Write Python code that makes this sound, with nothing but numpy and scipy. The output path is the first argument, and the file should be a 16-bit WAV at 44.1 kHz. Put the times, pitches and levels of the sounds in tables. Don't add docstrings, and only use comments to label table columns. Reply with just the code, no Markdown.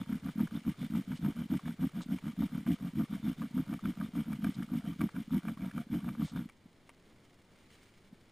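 import sys
import numpy as np
from scipy import signal
from scipy.fft import rfft, irfft
from scipy.io import wavfile
from scipy.ndimage import uniform_filter1d

SR = 44100
rng = np.random.default_rng(int(sys.argv[2]) if len(sys.argv) > 2 else 0)


def wav_record(signal):
    frames = np.transpose(np.atleast_2d(signal))
    bounded = np.clip(frames, -1, 1)
    quanta = np.round(bounded * 32767).astype(np.int16)
    wavfile.write(sys.argv[1], SR, quanta)


N = 366471
TIME_S = np.arange(N) / SR
AGE_S = TIME_S[:4096]


def from_db(db):
    return 10 ** (np.asarray(db) / 20)


def unit_rms(x):
    return x / np.sqrt(np.mean(x ** 2) + 1e-20)


def colour(x, spectrum):
    size = 8192
    hz, db = np.transpose(spectrum)
    bin_hz = np.arange(size // 2 + 1) * SR / size
    gain = unit_rms(from_db(np.interp(np.log(bin_hz + 1), np.log(hz), db)))
    cepstrum = irfft(np.log(gain))[:size // 2]
    cepstrum[1:] *= 2
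    response = irfft(np.exp(rfft(cepstrum, size)))
    return signal.fftconvolve(x, response)[:len(x)]


def band(x, hz, width_hz):
    return signal.lfilter(*signal.iirpeak(hz, hz / width_hz, fs=SR), x)


def resonate(x, modes):
    for hz, width_hz, db in modes:
        x = x + (from_db(db) - 1) * band(x, hz, width_hz)
    return x


def drift(per_s):
    knots = rng.standard_normal(4000)
    return unit_rms(np.interp(TIME_S * per_s, np.arange(len(knots)), knots))


def grains(per_s, spread_db):
    clicks = (rng.random(N) < per_s / SR) * rng.choice([-1, 1], N)
    return unit_rms(clicks * from_db(spread_db * rng.standard_normal(N).clip(-2, 2)))


def crackle(rise_s):
    return rng.standard_normal(len(AGE_S)) * AGE_S * np.exp(-AGE_S / rise_s)


def place(out, start_s, peak_db, burst):
    at = max(int(start_s * SR), 0)
    out[at:at + len(burst)] += (from_db(peak_db) * burst / np.abs(burst).max())[:N - at]


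def each_stroke(strokes, after_s, scatter_s, db, spread_db):
    draws = rng.standard_normal((len(strokes), 2)).clip(-2, 2)
    return [(stroke[0] + after_s + scatter_s * late, db + spread_db * loud)
            for stroke, (late, loud) in zip(strokes, draws)]


# (middle [s], length [s], level [dB])
PULL_STROKES = [(0.128, 0.12, -32.5), (0.416, 0.11, -29.5), (0.687, 0.077, -30.5), (0.965, 0.12, -30.0),
                (1.267, 0.1207, -30.0), (1.539, 0.091, -27.5), (1.837, 0.099, -28.0), (2.129, 0.098, -30.5),
                (2.423, 0.11, -29.0), (2.705, 0.1, -26.5), (3.001, 0.11, -28.5), (3.279, 0.12, -30.5),
                (3.584, 0.11, -30.0), (3.876, 0.11, -31.0), (4.185, 0.1053, -30.5), (4.465, 0.122, -30.0),
                (4.753, 0.12, -31.5), (5.034, 0.094, -28.0), (5.352, 0.098, -27.0), (5.645, 0.13, -35.5),
                (5.95, 0.11, -30.5), (6.221, 0.1, -30.0)]
# (middle [s], length [s])
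PUSH_STROKES = [(0.004, 0.073), (0.272, 0.1), (0.556, 0.094), (0.831, 0.1), (1.117, 0.11), (1.403, 0.11),
                (1.684, 0.11), (1.982, 0.099), (2.274, 0.1), (2.564, 0.128), (2.854, 0.11), (3.138, 0.1),
                (3.427, 0.11), (3.72, 0.12), (4.021, 0.12), (4.317, 0.1276), (4.605, 0.11), (4.888, 0.12),
                (5.185, 0.099), (5.489, 0.12), (5.781, 0.11), (6.075, 0.14), (6.38, 0.14)]
PUSH_DB = -35

def bow(sharpness, lag_s, overrun_s, force_exponent):
    pushes = [(middle_s, length_s, PUSH_DB) for middle_s, length_s in PUSH_STROKES]
    envelope = np.zeros(N)
    for middle_s, length_s, db in list(PULL_STROKES) + pushes:
        travel = (TIME_S - middle_s - lag_s) / (length_s + 2 * overrun_s)
        moving = np.abs(travel) < .5
        speed = np.cos(np.pi * travel[moving])
        envelope[moving] += from_db(db - PUSH_DB) ** force_exponent * speed ** sharpness
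    return envelope


def spindle_slips(per_s, jitter, spread_db, turn_hz, wobble_db):
    gaps, sizes = rng.standard_normal((2000, 2)).clip(-2, 2).T
    at = (np.cumsum(np.exp(jitter * gaps)) / per_s * SR).astype(int)
    clicks = np.zeros(N)
    clicks[at[at < N]] = from_db(spread_db * sizes[at < N])
    turn_rad = 2 * np.pi * turn_hz * TIME_S + drift(per_s=7.7)
    return unit_rms(clicks * from_db(wobble_db * np.sin(turn_rad)))


# (frequency [Hz], gain [dB])
BOARD_SPECTRUM = [(20, -60), (35, -25), (78, -12), (100, -20), (156, 0), (190, 3.5), (240, 4), (280, -1),
                  (321, -7.5), (375, -29.5), (550, -66)]

def board_thrum(slips, gain_db, drag, stiffening):
    effort = bow(sharpness=1.15, lag_s=0, overrun_s=0.001962, force_exponent=1)
    effort = uniform_filter1d(effort, size=441)
    pitch_ratio = 1 + stiffening * (np.sqrt(np.abs(effort) / effort.max()) - .7)
    force = unit_rms(slips + drag * rng.standard_normal(N))
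    shake = np.interp(np.cumsum(pitch_ratio) % N, np.arange(N), colour(force, BOARD_SPECTRUM))
    local_rms = np.sqrt(uniform_filter1d(shake ** 2, size=1300) + 1e-3)
    return from_db(PUSH_DB + gain_db) * unit_rms(shake / local_rms) * effort


# (frequency [Hz], width [Hz], gain [dB])
WOOD_RESONANCES = [(692, 30, 7), (930, 50, 7), (1182, 70, 5), (2310, 90, 5), (3075, 140, 4), (3520, 160, 2)]
# (frequency [Hz], gain [dB])
CRUNCH_SPECTRUM = [(200, -31), (400, 2.5), (800, -7.5), (1050, -7.5), (1400, 1.5), (1650, -2),
                   (1900, -22.5), (3500, -18), (5000, -27.5), (15000, -24.5)]
# (frequency [Hz], gain [dB])
RASP_SPECTRUM = [(200, -12.5), (400, 2), (650, 0), (900, -4), (1250, -11), (2000, -8), (5000, -41.5)]

def dust_grinding(slips, level_db, rasp_db, burst_s, steady):
    bursts = unit_rms(signal.lfilter([1], [1, -np.exp(-1 / (burst_s * SR))], slips))
    crunch = colour(grains(per_s=5500, spread_db=4) * (bursts + steady), CRUNCH_SPECTRUM)
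    crunch = unit_rms(resonate(crunch, WOOD_RESONANCES))
    crunch *= bow(sharpness=1.16, lag_s=-0.0064, overrun_s=0.017, force_exponent=0.05)
    rasp = colour(grains(per_s=2400, spread_db=2), RASP_SPECTRUM)
    rasp = unit_rms(resonate(rasp, WOOD_RESONANCES))
    rasp *= bow(sharpness=5.3, lag_s=-0.001, overrun_s=0.0024, force_exponent=0.99)
    return from_db(level_db) * (crunch + from_db(rasp_db) * rasp)


def wood_singing(level_db, patchy_db, rough_db):
    out = np.zeros(N)
    for hz, width_hz, _ in WOOD_RESONANCES:
        ring = unit_rms(band(grains(per_s=1500, spread_db=3), hz, width_hz))
        out += ring * from_db(patchy_db * drift(per_s=16).clip(-2, 2) + rough_db * drift(per_s=130))
    envelope = bow(sharpness=1, lag_s=0.0035, overrun_s=0.015, force_exponent=0.36)
    return from_db(level_db) * unit_rms(out) * envelope


# (frequency [Hz], gain [dB])
CORD_SPECTRUM = [(600, -7.5), (1500, -3.5), (2300, 7.5), (2650, 0.5), (3100, 5), (4400, -12.5),
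                 (5300, -6.5), (7000, -11), (9000, -6), (10700, -19.5), (11600, -19), (13300, -25.5),
                 (15000, -12.5)]

def cord_rub(level_db, flutter_db):
    fibres = grains(per_s=14000, spread_db=3) * from_db(flutter_db * drift(per_s=160))
    envelope = bow(sharpness=1.1, lag_s=0.012, overrun_s=0.015, force_exponent=0.61)
    return from_db(level_db) * unit_rms(colour(fibres, CORD_SPECTRUM)) * envelope


# (time [s], level [dB])
SLEEVE_CONTOUR = [(0, -64), (6.35, -66), (6.55, -71.5), (7.4, -72), (7.6, -66.5), (7.8, -65), (8.05, -70),
                  (8.31, -70)]
# (frequency [Hz], gain [dB])
SLEEVE_SPECTRUM = [(300, -8), (1000, -4), (1750, -2.5), (2200, 3), (2900, -1), (4000, -5), (5200, -9),
                   (7000, -8.5), (9500, -12), (12000, -41), (15000, -11.5)]

def sleeve_rustle(gain_db, flutter_db, snap, swell_db):
    level_db = gain_db + np.interp(TIME_S, *np.transpose(SLEEVE_CONTOUR))
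    level_db += flutter_db * drift(per_s=93) + swell_db * drift(per_s=8.3)
    fibres = grains(per_s=6000, spread_db=2)
    folds = snap * grains(per_s=70, spread_db=2.5)
    return from_db(level_db) * colour(unit_rms(fibres + folds), SLEEVE_SPECTRUM)


# (frequency [Hz], gain [dB])
AIR_SPECTRUM = [(25, -1.5), (50, -15), (90, -1.5), (120, -6.5), (230, -4.5), (400, -10.5), (800, -19.5),
                (2200, -24), (4300, -31.5), (7500, -36.5), (15000, -53.5)]

def still_air(level_db, waver_db):
    return from_db(level_db + waver_db * drift(per_s=11)) * colour(rng.standard_normal(N), AIR_SPECTRUM)


# (time [s], level [dB], treble gain [dB])
HARD_CREAKS = [(0.29, -47, -8), (0.401, -45, -1), (1.245, -46, -3), (1.656, -47.5, 3), (2.664, -43, -1),
               (3.418, -40.5, -5), (3.737, -42.5, 4), (3.855, -37, -1), (4.011, -40.5, -12),
               (4.329, -41.5, 14), (4.443, -32.5, 10), (5.007, -38, 6), (5.013, -36, 10), (5.342, -49, 14),
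               (5.482, -39, 0), (5.778, -40.5, 15), (6.088, -41, 5), (6.149, -45, -5), (6.36, -41.5, 3)]
# (frequency [Hz], gain [dB])
CREAK_SPECTRUM = [(200, -44), (500, 4), (900, -2.5), (1300, 7.5), (1650, 3.5), (1950, -9.5), (2300, -2),
                  (3500, -18.5), (5500, -27), (9500, -22), (12000, -25.5), (15000, -22.5)]

def spindle_creaks(gain_db, rise_s, treble_hz, light_treble_db):
    light = each_stroke(PULL_STROKES, after_s=-0.012, scatter_s=0.012, db=-46.5, spread_db=2)
    light += each_stroke(PUSH_STROKES, after_s=0.0018, scatter_s=0.012, db=-46.5, spread_db=2)
    light = [(start_s, db, light_treble_db) for start_s, db in light]
    out = np.zeros(N)
    for start_s, db, treble_db in light + HARD_CREAKS:
        crack = resonate(colour(crackle(rise_s), CREAK_SPECTRUM), WOOD_RESONANCES)
        treble = signal.lfilter(*signal.butter(1, treble_hz, "high", fs=SR), crack)
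        place(out, start_s, db + gain_db, crack + (from_db(treble_db) - 1) * treble)
    return out


# (time [s], level [dB])
BOARD_KNOCKS = [(0.402, -28.5), (0.675, -27.5), (1.247, -32), (1.809, -29), (2.997, -25.5), (3.593, -31),
                (4.279, -37), (4.389, -36.5), (6.151, -44), (6.455, -38), (6.655, -48.5), (8.125, -46)]

def board_thumps(gain_db):
    jolts = each_stroke(PUSH_STROKES[:-1], after_s=0.072, scatter_s=0.0097, db=-43, spread_db=3.5)
    impulses = np.zeros(N)
    for start_s, db in BOARD_KNOCKS + jolts:
        impulses[int(start_s * SR)] += from_db(db + gain_db)
    response = colour(signal.unit_impulse(N), BOARD_SPECTRUM)
    return colour(impulses, BOARD_SPECTRUM) / np.abs(response).max()


# (time [s], level [dB], pitch [Hz])
LOUD_SQUEAKS = [(0.472, -46, 1320), (1.593, -47, 1145), (3.791, -47.5, 1177), (5.089, -46, 1247),
                (5.573, -48.5, 1170), (5.711, -47, 1656)]

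def cord_squeaks(gain_db, rise_s, glide_per_s, light_hz):
    light = each_stroke(PULL_STROKES, after_s=0.055, scatter_s=0.0027, db=-56, spread_db=0.5)
    light = [(start_s, db, light_hz) for start_s, db in light]
    envelope = AGE_S * np.exp(-AGE_S / rise_s)
    out = np.zeros(N)
    for start_s, db, hz in light + LOUD_SQUEAKS:
        roughness = rng.standard_normal(len(AGE_S))
        pitch_hz = hz * (1 + glide_per_s * (AGE_S - rise_s) + roughness)
        place(out, start_s, db + gain_db, np.sin(2 * np.pi * np.cumsum(pitch_hz) / SR) * envelope)
    return out


# (time [s], level [dB])
HANDLING_TICKS = [(0.474, -50), (2.185, -40.5), (6.489, -47), (6.496, -44), (6.892, -42.5), (6.9, -49)]
# (frequency [Hz], gain [dB])
TICK_SPECTRUM = [(300, -5), (900, -1.5), (1300, 0), (1700, -4.5), (2300, 5), (3500, -11), (4500, -17),
                 (9500, -14.5), (12000, -29), (15000, -22)]

def wood_ticks(gain_db, rise_s):
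    out = np.zeros(N)
    for start_s, db in HANDLING_TICKS:
        tick = resonate(colour(crackle(rise_s), TICK_SPECTRUM), WOOD_RESONANCES)
        place(out, start_s, db + gain_db, tick)
    return out


# (middle [s], level [dB], half length [s])
SLEEVE_CATCHES = [(1.169, -64, 0.018), (2.027, -57.5, 0.013), (4.55, -59.5, 0.0066), (6.271, -61.5, 0.042)]
# (frequency [Hz], gain [dB])
SCUFF_SPECTRUM = [(800, 0), (2000, -3), (3600, 6), (5500, -0.5), (7300, -1), (8600, -1), (10000, -23),
                  (15000, -25)]

def sleeve_scuffs(gain_db):
    envelope = sum(from_db(db + gain_db) / (1 + ((TIME_S - middle_s) / half_s) ** 4)
                   for middle_s, db, half_s in SLEEVE_CATCHES)
    return envelope * colour(grains(per_s=9200, spread_db=8), SCUFF_SPECTRUM)


def scene():
    slips = spindle_slips(per_s=73, jitter=.25, spread_db=2.5, turn_hz=35.27, wobble_db=2.5)
    mid = board_thrum(slips, gain_db=-0.31, drag=0.66, stiffening=.25)
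    mid += dust_grinding(slips, level_db=-58, rasp_db=-2, burst_s=0.0033, steady=0.26)
    mid += wood_singing(level_db=-63.5, patchy_db=6.5, rough_db=2)
    mid += cord_rub(level_db=-60.5, flutter_db=2.5)
    mid += sleeve_rustle(gain_db=-1.1, flutter_db=2, snap=0.44, swell_db=0.64)
    mid += still_air(level_db=-63, waver_db=1)
    mid += spindle_creaks(gain_db=5, rise_s=0.0016, treble_hz=2940, light_treble_db=-1)
    mid += board_thumps(gain_db=3)
    mid += cord_squeaks(gain_db=1.5, rise_s=0.002, glide_per_s=10, light_hz=1210)
    mid += wood_ticks(gain_db=0, rise_s=0.0014)
    mid += sleeve_scuffs(gain_db=4)
    side = dust_grinding(slips, level_db=-80.5, rasp_db=-23, burst_s=0.0048, steady=0.7)
    side += cord_rub(level_db=-83, flutter_db=6)
    side += sleeve_rustle(gain_db=-11.5, flutter_db=2, snap=.2, swell_db=1.2)
    side += still_air(level_db=-80, waver_db=1.7)
    return np.array([mid + side, mid - side])


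# (frequency [Hz], width [Hz], gain [dB])
CASE_RESONANCES = [(2580, 360, -6), (6005, 350, -20), (6060, 260, 2), (7560, 870, -4), (9100, 190, 5),
                   (9240, 460, -7), (9960, 200, 11.5), (10050, 360, -17), (10630, 310, 8), (12700, 460, -7),
                   (13200, 390, -4), (13700, 370, 7), (14500, 300, -4), (15100, 250, -7)]
RIPPLE_HZ, CUTOFF_HZ = 12000, 15300

def record(dry):
    ripple = 1 + from_db(-29.5) * np.cos(2 * np.pi * RIPPLE_HZ * TIME_S)
    lowpass = signal.ellip(12, .1, 80, CUTOFF_HZ, fs=SR, output="sos")
    return signal.sosfilt(lowpass, resonate(dry, CASE_RESONANCES) * ripple)


dry = scene()
out = record(dry)
wav_record(out)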